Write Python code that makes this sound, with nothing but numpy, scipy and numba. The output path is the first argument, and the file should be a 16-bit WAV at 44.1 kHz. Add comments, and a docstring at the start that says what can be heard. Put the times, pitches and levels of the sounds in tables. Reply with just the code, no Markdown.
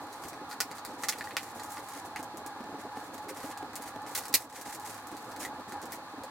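"""Plastic studs snap home and ring a helmet's shell as a pad is pressed in, in a garage.
Each snap is a bright crack, a damped ring and a hollow knock. Around the snaps the pad's backing
ticks, tabs scrape, fingertips tap, the cloth liner rustles and hands bump the padding.
A fan hums steadily behind it all. The stereo camera, about a metre away, ducks its gain
after the loudest snaps."""
import sys
import numpy as np
from scipy import signal
from scipy.fft import rfft, irfft
from scipy.io import wavfile
from scipy.ndimage import uniform_filter1d
from numba import njit

SR = 44100
rng = np.random.default_rng(int(sys.argv[2]) if len(sys.argv) > 2 else 0)


def output_pcm(signal):
    """Save a mono or channel-first signal as 16-bit PCM at the path in sys.argv[1].

    Samples are clipped to [-1, 1] before scaling.
    """
    pcm = np.clip(np.atleast_2d(signal).T, -1, 1) * 32767
    wavfile.write(sys.argv[1], SR, np.round(pcm).astype(np.int16))


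N = 277993
TIME = np.arange(N) / SR
HIT_SIZE, HIT_SPAN_S = 8192, .02  # samples in one hit; the span its rms level refers to
HIT_TIME, HIT_SCALE = TIME[:HIT_SIZE], np.sqrt(HIT_SPAN_S * SR / HIT_SIZE)
ROOM_T60_S = 0.11
HOLLOW_HZ, KNOCK_BELOW_HZ = 1770, 1000  # the shell's main note; the split between knock and ring

# The fan's rush of air. Each row: frequency in Hz, relative level in dB.
FAN_AIR_SPECTRUM = [(20, -33), (60, -19), (100, -10), (170, -7), (280, -8), (380, -9), (630, -7), (1100, 3),
                    (1700, -9.5), (2300, -16), (3000, -21.5), (4200, -15), (5300, -24), (15000, -33.5)]
# The fan's humming resonances. Each row: pitch in Hz, bandwidth in Hz, rms level in dB.
FAN_MODES = [(98, 12.7, -66.5), (321, 16, -67.5), (470, 31, -79.5), (729.4, 8.1, -61), (806, 43, -53),
             (844.4, 25.7, -49.5), (942, 12, -92), (967, 16, -58), (1028, 32, -64), (1185, 15, -62),
             (1258, 8.2, -62.5), (1414, 56, -63.5), (1649, 35, -61.5), (1764, 20, -64)]
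# Stereo width of the fan and of the room. Each row: frequency in Hz, side over mid in dB.
FAN_STEREO = [(60, -32), (110, -14.5), (200, -18), (380, -19.5), (700, -17), (1290, -12.5), (2380, 5),
              (4400, 3), (8120, 5), (15000, -3)]
ROOM_STEREO = [(200, -3), (1200, -42), (2400, -7), (4400, -1), (8000, -2.5), (13000, -3.5)]
NARROW_STEREO = FAN_STEREO[:5]  # the fan's low bands: almost mono
# Tone of the sound scattered round the room. Each row: frequency in Hz, relative level in dB.
WASH_SPECTRUM = [(300, -1.5), (1200, -9), (2500, 1.5), (4500, -1.5), (9000, -1.5), (16000, -3)]
# Resonances of the padded hollow. Each row: pitch in Hz, bandwidth in Hz, relative level in dB.
PADDING_MODES = [(126, 31, -4.5), (285, 53, 10.5), (433, 44, 3), (517, 40, 5.5), (673, 90, 6.5)]
# A resonance near 830 Hz that each snap sets ringing and, above it, the ring of the panel. Each row: pitch in
# Hz, bandwidth in Hz, relative level in dB.
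HIT_MODES = [(238, 32, -17), (524, 83, -6), (830, 38, 2), (1140, 290, -0.5), (1446, 40, -3),
             (1807, 220, -2.5), (1986, 200, -3.5), (2540, 360, -12), (4480, 730, -3.5)]
# Tone of the cloth, the thin backing's tick and a stud's crack.
# Each row: frequency in Hz, relative level in dB.
CLOTH_SPECTRUM = [(300, -4), (900, 0.5), (1900, 11), (2800, 0), (4500, 1.5), (7300, 5.5), (10000, 3.5),
                  (13000, 0.5), (16000, -6)]
TICK_SPECTRUM = [(100, -28), (1200, 1), (3200, -9), (5200, -0.5), (7300, 3.5), (10000, 1.5), (13000, 1.5),
                 (16000, 0)]
CRACK_SPECTRUM = [(30, -19), (100, -7), (220, -8.5), (400, -15), (1200, -10), (2300, -1.5), (3050, -5),
                  (4000, 0), (7000, 2.5), (10000, 3.5), (13500, 5), (16000, 4.5)]
# Dull bumps on the padding, and the low thump of the loudest snap (at 4.341 s).
# Each row: middle in seconds, level in dB before trim, length in seconds, main note in Hz.
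DULL_THUMPS = [(0.258, -43.5, .02, 260), (0.417, -43.5, .025, 316), (0.653, -48, .02, 300),
               (0.706, -45.5, .02, 385), (0.939, -45.5, .02, 322), (1.182, -46, .02, 400),
               (1.788, -46, .02, 350), (2.199, -42, .02, 290), (2.348, -44, .025, 332),
               (2.465, -46.5, .02, 320), (2.561, -46.5, .06, 400), (2.607, -41.5, .02, 270),
               (2.643, -50, .015, 310), (2.757, -44, 0.044, 403), (2.859, -42, .05, 335),
               (2.973, -43, .02, 260), (3.031, -47.5, .02, 390), (3.272, -41.5, 0.074, 420),
               (3.311, -41.5, 0.061, 380), (3.389, -43, 0.066, 420), (3.447, -40.5, .01, 320),
               (3.629, -43, .015, 296), (3.8, -47, .02, 280), (3.962, -43.5, .02, 280),
               (4.341, -44, .004, 110), (4.673, -41.5, .03, 280), (5.134, -41, .05, 280),
               (6.182, -43.5, .02, 280), (6.239, -43.5, .02, 510)]
# Spells of kneading the pad. 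Each row: start and end in seconds, level in dB before trim,
# length of one bump in seconds, main note in Hz.
KNEADING_SPELLS = [(5.43, 5.899, -47, .025, 334)]
# Hand strokes over the liner. Each row: start in seconds, length in seconds, rubbing strength in dB.
LINER_STROKES = [(0, 0.21, -61), (0.21, 0.087, -55.5), (0.486, 0.048, -53.5), (0.742, 0.037, -53.5),
                 (0.864, 0.087, -59), (0.98, 0.22, -54), (1.2, 0.13, -53.5), (1.383, 0.13, -55.5),
                 (1.542, 0.14, -55.5), (1.69, 0.11, -52), (1.817, 0.06, -55.5), (1.877, 0.12, -52),
                 (2.043, .025, -55), (2.152, 0.048, -51), (2.56, 0.064, -77), (2.783, 0.033, -54.5),
                 (2.952, 0.12, -55.5), (3.13, 0.018, -53), (3.215, 0.021, -55), (3.338, 0.18, -52),
                 (3.805, 0.082, -50), (4.06, 0.15, -54.5), (4.18, 0.08, -50.5), (4.388, 0.048, -43.5),
                 (4.487, 0.043, -48.5), (4.541, 0.041, -44.5), (4.59, 0.022, -45), (4.644, 0.061, -48.5),
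                 (4.718, 0.039, -47.5), (4.81, 0.18, -52), (4.848, 0.051, -45.5), (5.073, 0.24, -58.5),
                 (5.386, 0.071, -47.5), (5.41, 0.029, -49), (5.676, 0.05, -56), (5.897, 0.068, -54.5)]
# The backing's clearest ticks.
# Each row: start in seconds, crack and ring levels in dB before trim, treble edge in Hz.
BACKING_TICKS = [(0.129, -52.5, -58, 14200), (0.238, -49, -55.5, 14000), (0.285, -44.5, -64, 14000),
                 (0.332, -55.5, -56, 7500), (0.513, -53, -48.5, 12000), (0.528, -50.5, -53.5, 12000),
                 (0.714, -48, -52.5, 8000), (0.783, -51, -53.5, 7500), (0.85, -41.5, -49.5, 17000),
                 (1.025, -45, -59, 9000), (1.125, -42, -45.5, 12000), (1.185, -45, -55, 14000),
                 (1.242, -58, -52, 9000), (1.309, -55, -52, 10000), (1.372, -41, -39, 16000),
                 (1.431, -48, -55, 14000), (1.597, -48, -52, 7500), (1.635, -45, -72, 14000),
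                 (1.66, -56, -73, 14000), (1.72, -46, -67, 18000), (1.7707, -53, -51, 12000),
                 (1.887, -47.5, -69, 14000), (2.229, -46, -76, 14000), (2.372, -46, -73, 14000),
                 (2.463, -43.5, -78, 14000), (2.472, -63, -76, 14000), (3.152, -54, -66, 12000),
                 (3.18, -51, -60, 14000), (3.372, -47.5, -60, 14000), (3.403, -56, -59, 14000),
                 (3.431, -53, -60, 14000), (3.513, -54, -57, 9000), (3.575, -47.5, -58.5, 10600),
                 (3.733, -54, -61, 14000), (3.7556, -38.5, -61, 18000), (3.822, -45.5, -64, 16000),
                 (3.875, -53, -64, 14000), (4.019, -56, -74, 14000), (4.065, -54, -57, 8000),
                 (4.081, -59, -64, 14000), (4.236, -51, -53, 12000), (4.255, -43, -55, 14000),
                 (4.282, -43, -74, 14000), (4.613, -41, -70, 14000), (4.672, -51, -69, 14000),
                 (4.699, -51, -66, 14100), (4.748, -43.5, -62, 14000), (4.798, -49, -76, 14000),
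                 (4.944, -49.5, -70, 12000), (5.071, -48, -76, 14000), (5.116, -54, -73, 14000),
                 (5.168, -51, -58, 12000), (5.318, -55, -57, 12000), (5.363, -48.5, -58, 14000),
                 (5.401, -47, -68, 16000), (5.722, -48.5, -53, 10000), (5.817, -49.5, -72, 11000),
                 (5.827, -48.5, -64, 7000), (5.856, -49, -70, 15000), (6.236, -48.5, -57, 14000)]
# Fingertips on a panel. Each row: start in seconds, note level in dB, note in Hz, crack level in dB.
FINGER_TAPS = [(1.2095, -38, 1770, -58), (1.273, -46, 1870, -57), (5.450, -39, 1960, -45)]
# Tabs sliding along the shell. Each row: middle and length in seconds, the whole run's crack and
# ring levels in dB, treble edge in Hz, focus on the hollow note in dB per octave.
TAB_SCRAPES = [(3.29, 0.014, -43.5, -46, 11000, 13), (3.762, 0.015, -45, -49, 15000, 13),
               (4.1515, 0.008, -31, -36.5, 13800, -6), (4.177, 0.0087, -34, -41, 14000, -2),
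               (4.328, 0.0061, -44.5, -56, 9000, 6), (5.922, .006, -41, -48, 16000, 17),
               (5.935, .008, -50, -49, 16000, 14)]
# Studs snapping home. Each row: start in seconds, crack level in dB before trim, ring level in dB,
# treble edge in Hz, room send in dB, focus on the hollow note in dB per octave, knock level in dB,
# tab resonance in Hz.
STUD_SNAPS = [(0.6039, -29.5, -32, 10900, -9.5, 3, -46, 4800),
              (1.0353, -39, -34, 8650, -7.5, 11, -42, 7200),
              (1.0855, -28.3, -32.5, 9200, -5, 12, -38.5, 5300),
              (1.368, -33.5, -31, 4150, -16, 14, -40.5, 2600),
              (2.161, -47.5, -40.5, 5430, -11, 12, -60, 3000), (4.3403, -18, -32, 32000, -4, -2, -38, 4070)]


def undb(db):
    """Decibels to gain."""
    return 10 ** (np.asarray(db) / 20)


def unit(x):
    """Scale to rms 1."""
    return x / np.sqrt(np.mean(x ** 2))


def gains(spectrum, size):
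    """A (Hz, dB) spectrum as gains on the bins of a transform."""
    hz, db = np.transpose(spectrum)
    return undb(np.interp(np.log(np.fft.rfftfreq(size, 1 / SR) + 1), np.log(hz), db))


def colour(x, spectrum):
    """Equalise by a (Hz, dB) spectrum."""
    return irfft(rfft(x) * gains(spectrum, x.shape[-1]), x.shape[-1])


def diffuse(size, width):
    """Stereo noise whose side signal follows a width curve."""
    mid, side = rng.standard_normal((2, size))
    side = colour(side, width)
    return unit(np.array([mid + side, mid - side]))


def wander(turns_per_s):
    """Smooth random drift with rms 1."""
    hold = int(SR / turns_per_s)
    steps = np.repeat(rng.standard_normal(N // hold + 1), hold)
    return unit(uniform_filter1d(steps, hold)[:N])


def add(out, s, sound):
    """Mix a sound in at s seconds."""
    start = max(int(s * SR), 0)
    out[:, start:start + sound.shape[-1]] += sound[:, :max(N - start, 0)]


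def resonate(noise, modes):
    """Pass noise through a bank of resonances."""
    bins = np.fft.rfftfreq(noise.shape[-1], 1 / SR)
    power = sum((undb(db) * unit(1 / (1 + ((bins - hz) / width) ** 2))) ** 2 for hz, width, db in modes)
    return irfft(rfft(noise) * np.sqrt(power), noise.shape[-1])


def ringing(modes, focus_db=0, note_hz=HOLLOW_HZ):
    """Struck modes, those near one note favoured by the focus; each hit rings a little differently."""
    detunes = 1 + 0.017 * rng.standard_normal(len(modes))
    signs = rng.choice([-1, 1], len(modes))
    ring = 0
    for (hz, width, db), detune, sign in zip(modes, detunes, signs):
        strength = undb(db - focus_db * abs(np.log2(hz / note_hz))) * np.sqrt(width)
        decay = np.exp(-np.pi * width * HIT_TIME)
        ring += sign * strength * decay * np.cos(2 * np.pi * hz * detune * HIT_TIME)
    return unit(ring)


def fan(air_db=-48.5, waver_db=1.5):
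    """The bed: moving air, and the narrow resonances that it keeps humming."""
    hum = resonate(diffuse(N, NARROW_STEREO), FAN_MODES)
    air = unit(colour(diffuse(N, FAN_STEREO), FAN_AIR_SPECTRUM)) * undb(air_db)
    return hum * undb(waver_db * wander(14)) + air


def garage(sound, send_db, wash_db=11, echo_db=7, build_s=0.0019, echoes=16):
    """Direct sound, early echoes off helmet and table, and the short wash of a cluttered room."""
    wash = colour(diffuse(HIT_SIZE, ROOM_STEREO), WASH_SPECTRUM)
    wash *= 1 - np.exp(-HIT_TIME / build_s)
    wash *= np.exp(-np.log(1000) * HIT_TIME / ROOM_T60_S)
    response = unit(wash) * undb(wash_db) / np.sqrt(HIT_SIZE)
    lags = (rng.uniform(.0008, .017, echoes) * SR).astype(int)
    skews = rng.integers(-1, 2, echoes)  # samples between left and right
    for lag, skew, sign in zip(lags, skews, rng.choice([-1, 1], echoes)):
        response[[0, 1], [lag, lag + skew]] += sign * undb(echo_db) / np.sqrt(echoes)
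    response *= undb(send_db)  # a spot that faces the camera sounds drier
    response[:, 0] += 1  # the direct sound
    return signal.fftconvolve(sound[None], unit(response) / np.sqrt(HIT_SIZE), axes=1)


def slips(length_s, count=30):
    """A run of tiny slips, thickest in the middle, with energy 1."""
    force = np.zeros(int(length_s * SR) + 2)
    places = rng.triangular(0, .5, 1, count)
    force[(places * length_s * SR).astype(int)] = rng.standard_normal(count)
    return force / np.linalg.norm(force)


def thump(length_s, note_hz, focus_db=12, side_db=-19):
    """A dull thump: a short run of slips rings the padded hollow round one note."""
    def thud():
        ring = ringing(PADDING_MODES, focus_db, note_hz)
        return unit(signal.fftconvolve(ring, slips(length_s))[:HIT_SIZE])

    mid, side = thud(), undb(side_db) * thud()
    return np.array([mid + side, mid - side]) * HIT_SCALE


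def kneading(gap_s=.08, looseness=.3):
    """Cues for the soft bumps of kneading, at a loose pace."""
    return [(s + looseness * gap_s * rng.uniform(-1, 1), db, length_s, note_hz)
            for start, end, db, length_s, note_hz in KNEADING_SPELLS
            for s in np.arange(start, end, gap_s)]


def padding(push_db=-64, uneven_db=6, thump_trim_db=-0.5):
    """Hands shift unevenly on the foam, with dull bumps; the loudest snap gets its low thump too."""
    push = diffuse(N, NARROW_STEREO) * undb(uneven_db * np.tanh(wander(45)))
    out = resonate(unit(push) * undb(push_db), PADDING_MODES)
    for s, db, length_s, note_hz in DULL_THUMPS + kneading():
        add(out, s - length_s / 2, thump(length_s, note_hz) * undb(db + thump_trim_db))
    return out


def rubbing(grip_db=-68, attack_s=0.012, release_s=0.017):
    """Strength of the rubbing: strokes swell, hold and die away over the fingers' light grip."""
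    power = undb(grip_db) ** 2
    for s, length_s, db in LINER_STROKES:
        swell = np.clip((TIME - s) / attack_s, 0, 1)
        fade = np.exp(-np.maximum(TIME - s - length_s, 0) / release_s)
        power = power + (undb(db) * swell * fade) ** 2
    return np.sqrt(power)


def rustle(rub, trim_db=2, grains_per_s=550, spread_db=2.5, grain_s=0.0029, smear=0.6, shift_db=2):
    """Cloth fibres catch and let go in grains, smeared by the room; their brightness drifts at random."""
    sizes = undb(spread_db * np.minimum(rng.exponential(size=N), 4))
    grain_energy = (rng.random(N) < grains_per_s / SR) * sizes ** 2
    near = np.exp(-HIT_TIME / grain_s)
    room = np.exp(-2 * np.log(1000) * HIT_TIME / ROOM_T60_S)
    grain_shape = near / near.sum() + smear * room / room.sum()
    power = np.abs(signal.fftconvolve(grain_energy, grain_shape)[:N])
    cloth = colour(diffuse(N, ROOM_STEREO), CLOTH_SPECTRUM)
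    dull = signal.sosfilt(signal.butter(1, 6000, fs=SR, output="sos"), cloth)
    bright = cloth - dull
    cloth = dull * undb(shift_db * wander(15)) + bright * undb(shift_db * wander(19))
    return unit(cloth * np.sqrt(power)) * rub * undb(trim_db)


def impulse(spectrum):
    """The sharpest causal pulse with the given spectrum (minimum phase)."""
    cepstrum = irfft(np.log(gains(spectrum, HIT_SIZE)))
    cepstrum[1:HIT_SIZE // 2] *= 2
    cepstrum[HIT_SIZE // 2 + 1:] = 0
    return irfft(np.exp(rfft(cepstrum)))


def chatter(crack, longest_trip_s=.0002, returned=0.31, paths=4):
    """The crack runs to and fro inside the plastic: a tiny burst with the same spectrum."""
    for share in (np.arange(paths) + rng.random(paths)) / paths:
        loop = np.r_[1, np.zeros(int(share * longest_trip_s * SR)), returned * rng.choice([-1, 1])]
        crack = signal.lfilter(loop[::-1], loop, crack)  # all-pass
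    return crack


def plastic(spectrum, crack_db, ring_db, edge_hz=14000, focus_db=0, knock_db=None):
    """Stressed plastic lets go: a bright crack, the panel's ring and, for a snap, a resonance near 830 Hz."""
    hz, db = np.transpose(spectrum)
    treble_loss_db = 10 * np.log10(1 + (hz / edge_hz) ** 4)  # softer contact, less treble
    crack = unit(chatter(impulse(np.transpose([hz, db - treble_loss_db]))))
    ring = ringing([mode for mode in HIT_MODES if mode[0] > KNOCK_BELOW_HZ], focus_db)
    sound = undb(crack_db) * crack + undb(ring_db) * ring
    if knock_db is not None:
        sound += undb(knock_db) * ringing([mode for mode in HIT_MODES if mode[0] <= KNOCK_BELOW_HZ])
    return sound * HIT_SCALE


def crackles(rub, longest_gap_s=.06, spread_db=2, count=200):
    """The backing gives way in faint random ticks, louder the harder the liner is rubbed."""
    out = np.zeros((2, N))
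    starts = np.cumsum(rng.uniform(0, longest_gap_s, count))
    for s, size in zip(starts, rng.standard_normal(count)):
        if s < TIME[-1]:
            strength = rub[int(s * SR)] * undb(spread_db * size)
            tick = plastic(TICK_SPECTRUM, crack_db=-9.5, ring_db=-26)
            add(out, s, strength * garage(tick, send_db=-9))
    return out


def ticks(crack_trim_db=-2, ring_trim_db=6):
    """The pad's thin plastic backing ticks and rings the shell."""
    out = np.zeros((2, N))
    for s, crack_db, ring_db, edge_hz in BACKING_TICKS:
        tick = plastic(TICK_SPECTRUM, crack_db + crack_trim_db, ring_db + ring_trim_db, edge_hz)
        add(out, s, garage(tick, send_db=-10))
    return out


def taps(note_width_hz=120, shell_under_note_db=7):
    """A fingertip's small crack and the panel's hollow note, over a trace of the rest of the shell."""
    out = np.zeros((2, N))
    decay = np.exp(-np.pi * note_width_hz * HIT_TIME)
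    for s, note_db, note_hz, crack_db in FINGER_TAPS:
        note = unit(decay * np.sin(2 * np.pi * note_hz * HIT_TIME)) * HIT_SCALE
        contact = plastic(CRACK_SPECTRUM, crack_db, note_db - shell_under_note_db, edge_hz=8000)
        add(out, s, garage(undb(note_db) * note + contact, send_db=-13))
    return out


def scrapes(releases=9):
    """Tabs slide along the shell in a quick run of separate releases."""
    out = np.zeros((2, N))
    for s, length_s, crack_db, ring_db, edge_hz, focus_db in TAB_SCRAPES:
        for lag in length_s * rng.triangular(-.5, 0, .5, releases):
            slip = plastic(CRACK_SPECTRUM, crack_db, ring_db, edge_hz, focus_db)
            add(out, s + lag, garage(slip, send_db=-8) / np.sqrt(releases))
    return out


def stud_spectrum(tab_hz, lift_db=5, width_octaves=0.59):
    """The crack's tone, lifted round the broad resonance of the tab that carries the stud."""
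    hz = np.geomspace(30, 20000, 120)
    crack_hz, crack_db = np.transpose(CRACK_SPECTRUM)
    bell_db = lift_db * np.exp(-(np.log2(hz / tab_hz) / width_octaves) ** 2)
    return np.transpose([hz, np.interp(np.log(hz), np.log(crack_hz), crack_db) + bell_db])


def snaps(crack_trim_db=0.5):
    """Studs snap home: each cracks, rings the panel and sets a resonance near 830 Hz ringing."""
    out = np.zeros((2, N))
    for s, crack_db, ring_db, edge_hz, send_db, focus_db, knock_db, tab_hz in STUD_SNAPS:
        spectrum = stud_spectrum(tab_hz)
        snap = plastic(spectrum, crack_db + crack_trim_db, ring_db, edge_hz, focus_db, knock_db)
        add(out, s, garage(snap, send_db))
    return out


def scene(right_over_left_db=0.9):
    """Helmet and fan, both a little to the right."""
    rub = rubbing()
    mix = snaps() + ticks() + scrapes() + taps() + rustle(rub) + fan() + padding() + crackles(rub)
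    return mix * undb([[-right_over_left_db / 2], [right_over_left_db / 2]])


@njit
def follow(x, attack_s, release_s):
    """Envelope follower with separate times for rising and sinking."""
    out, level = np.empty(len(x)), 0.
    for i in range(len(x)):
        level += (x[i] - level) / (SR * (attack_s if x[i] > level else release_s))
        out[i] = level
    return out


def record(dry, threshold_db=-31, attack_s=0.018, release_s=0.16, react_s=0.1, ceiling=.9, top_hz=16100):
    """The gain ducks just after a loud snap and creeps back; peaks are rounded, the top is cut."""
    envelope = follow(np.abs(dry).max(axis=0), attack_s, release_s)
    excess = np.log(np.maximum(envelope / undb(threshold_db), 1))
    gain = np.exp(-follow(excess, react_s, react_s))
    rounded = ceiling * np.tanh(dry * gain / ceiling)
    return signal.sosfilt(signal.ellip(8, .2, 70, top_hz, fs=SR, output="sos"), rounded)


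dry = scene()
out = record(dry)
output_pcm(out)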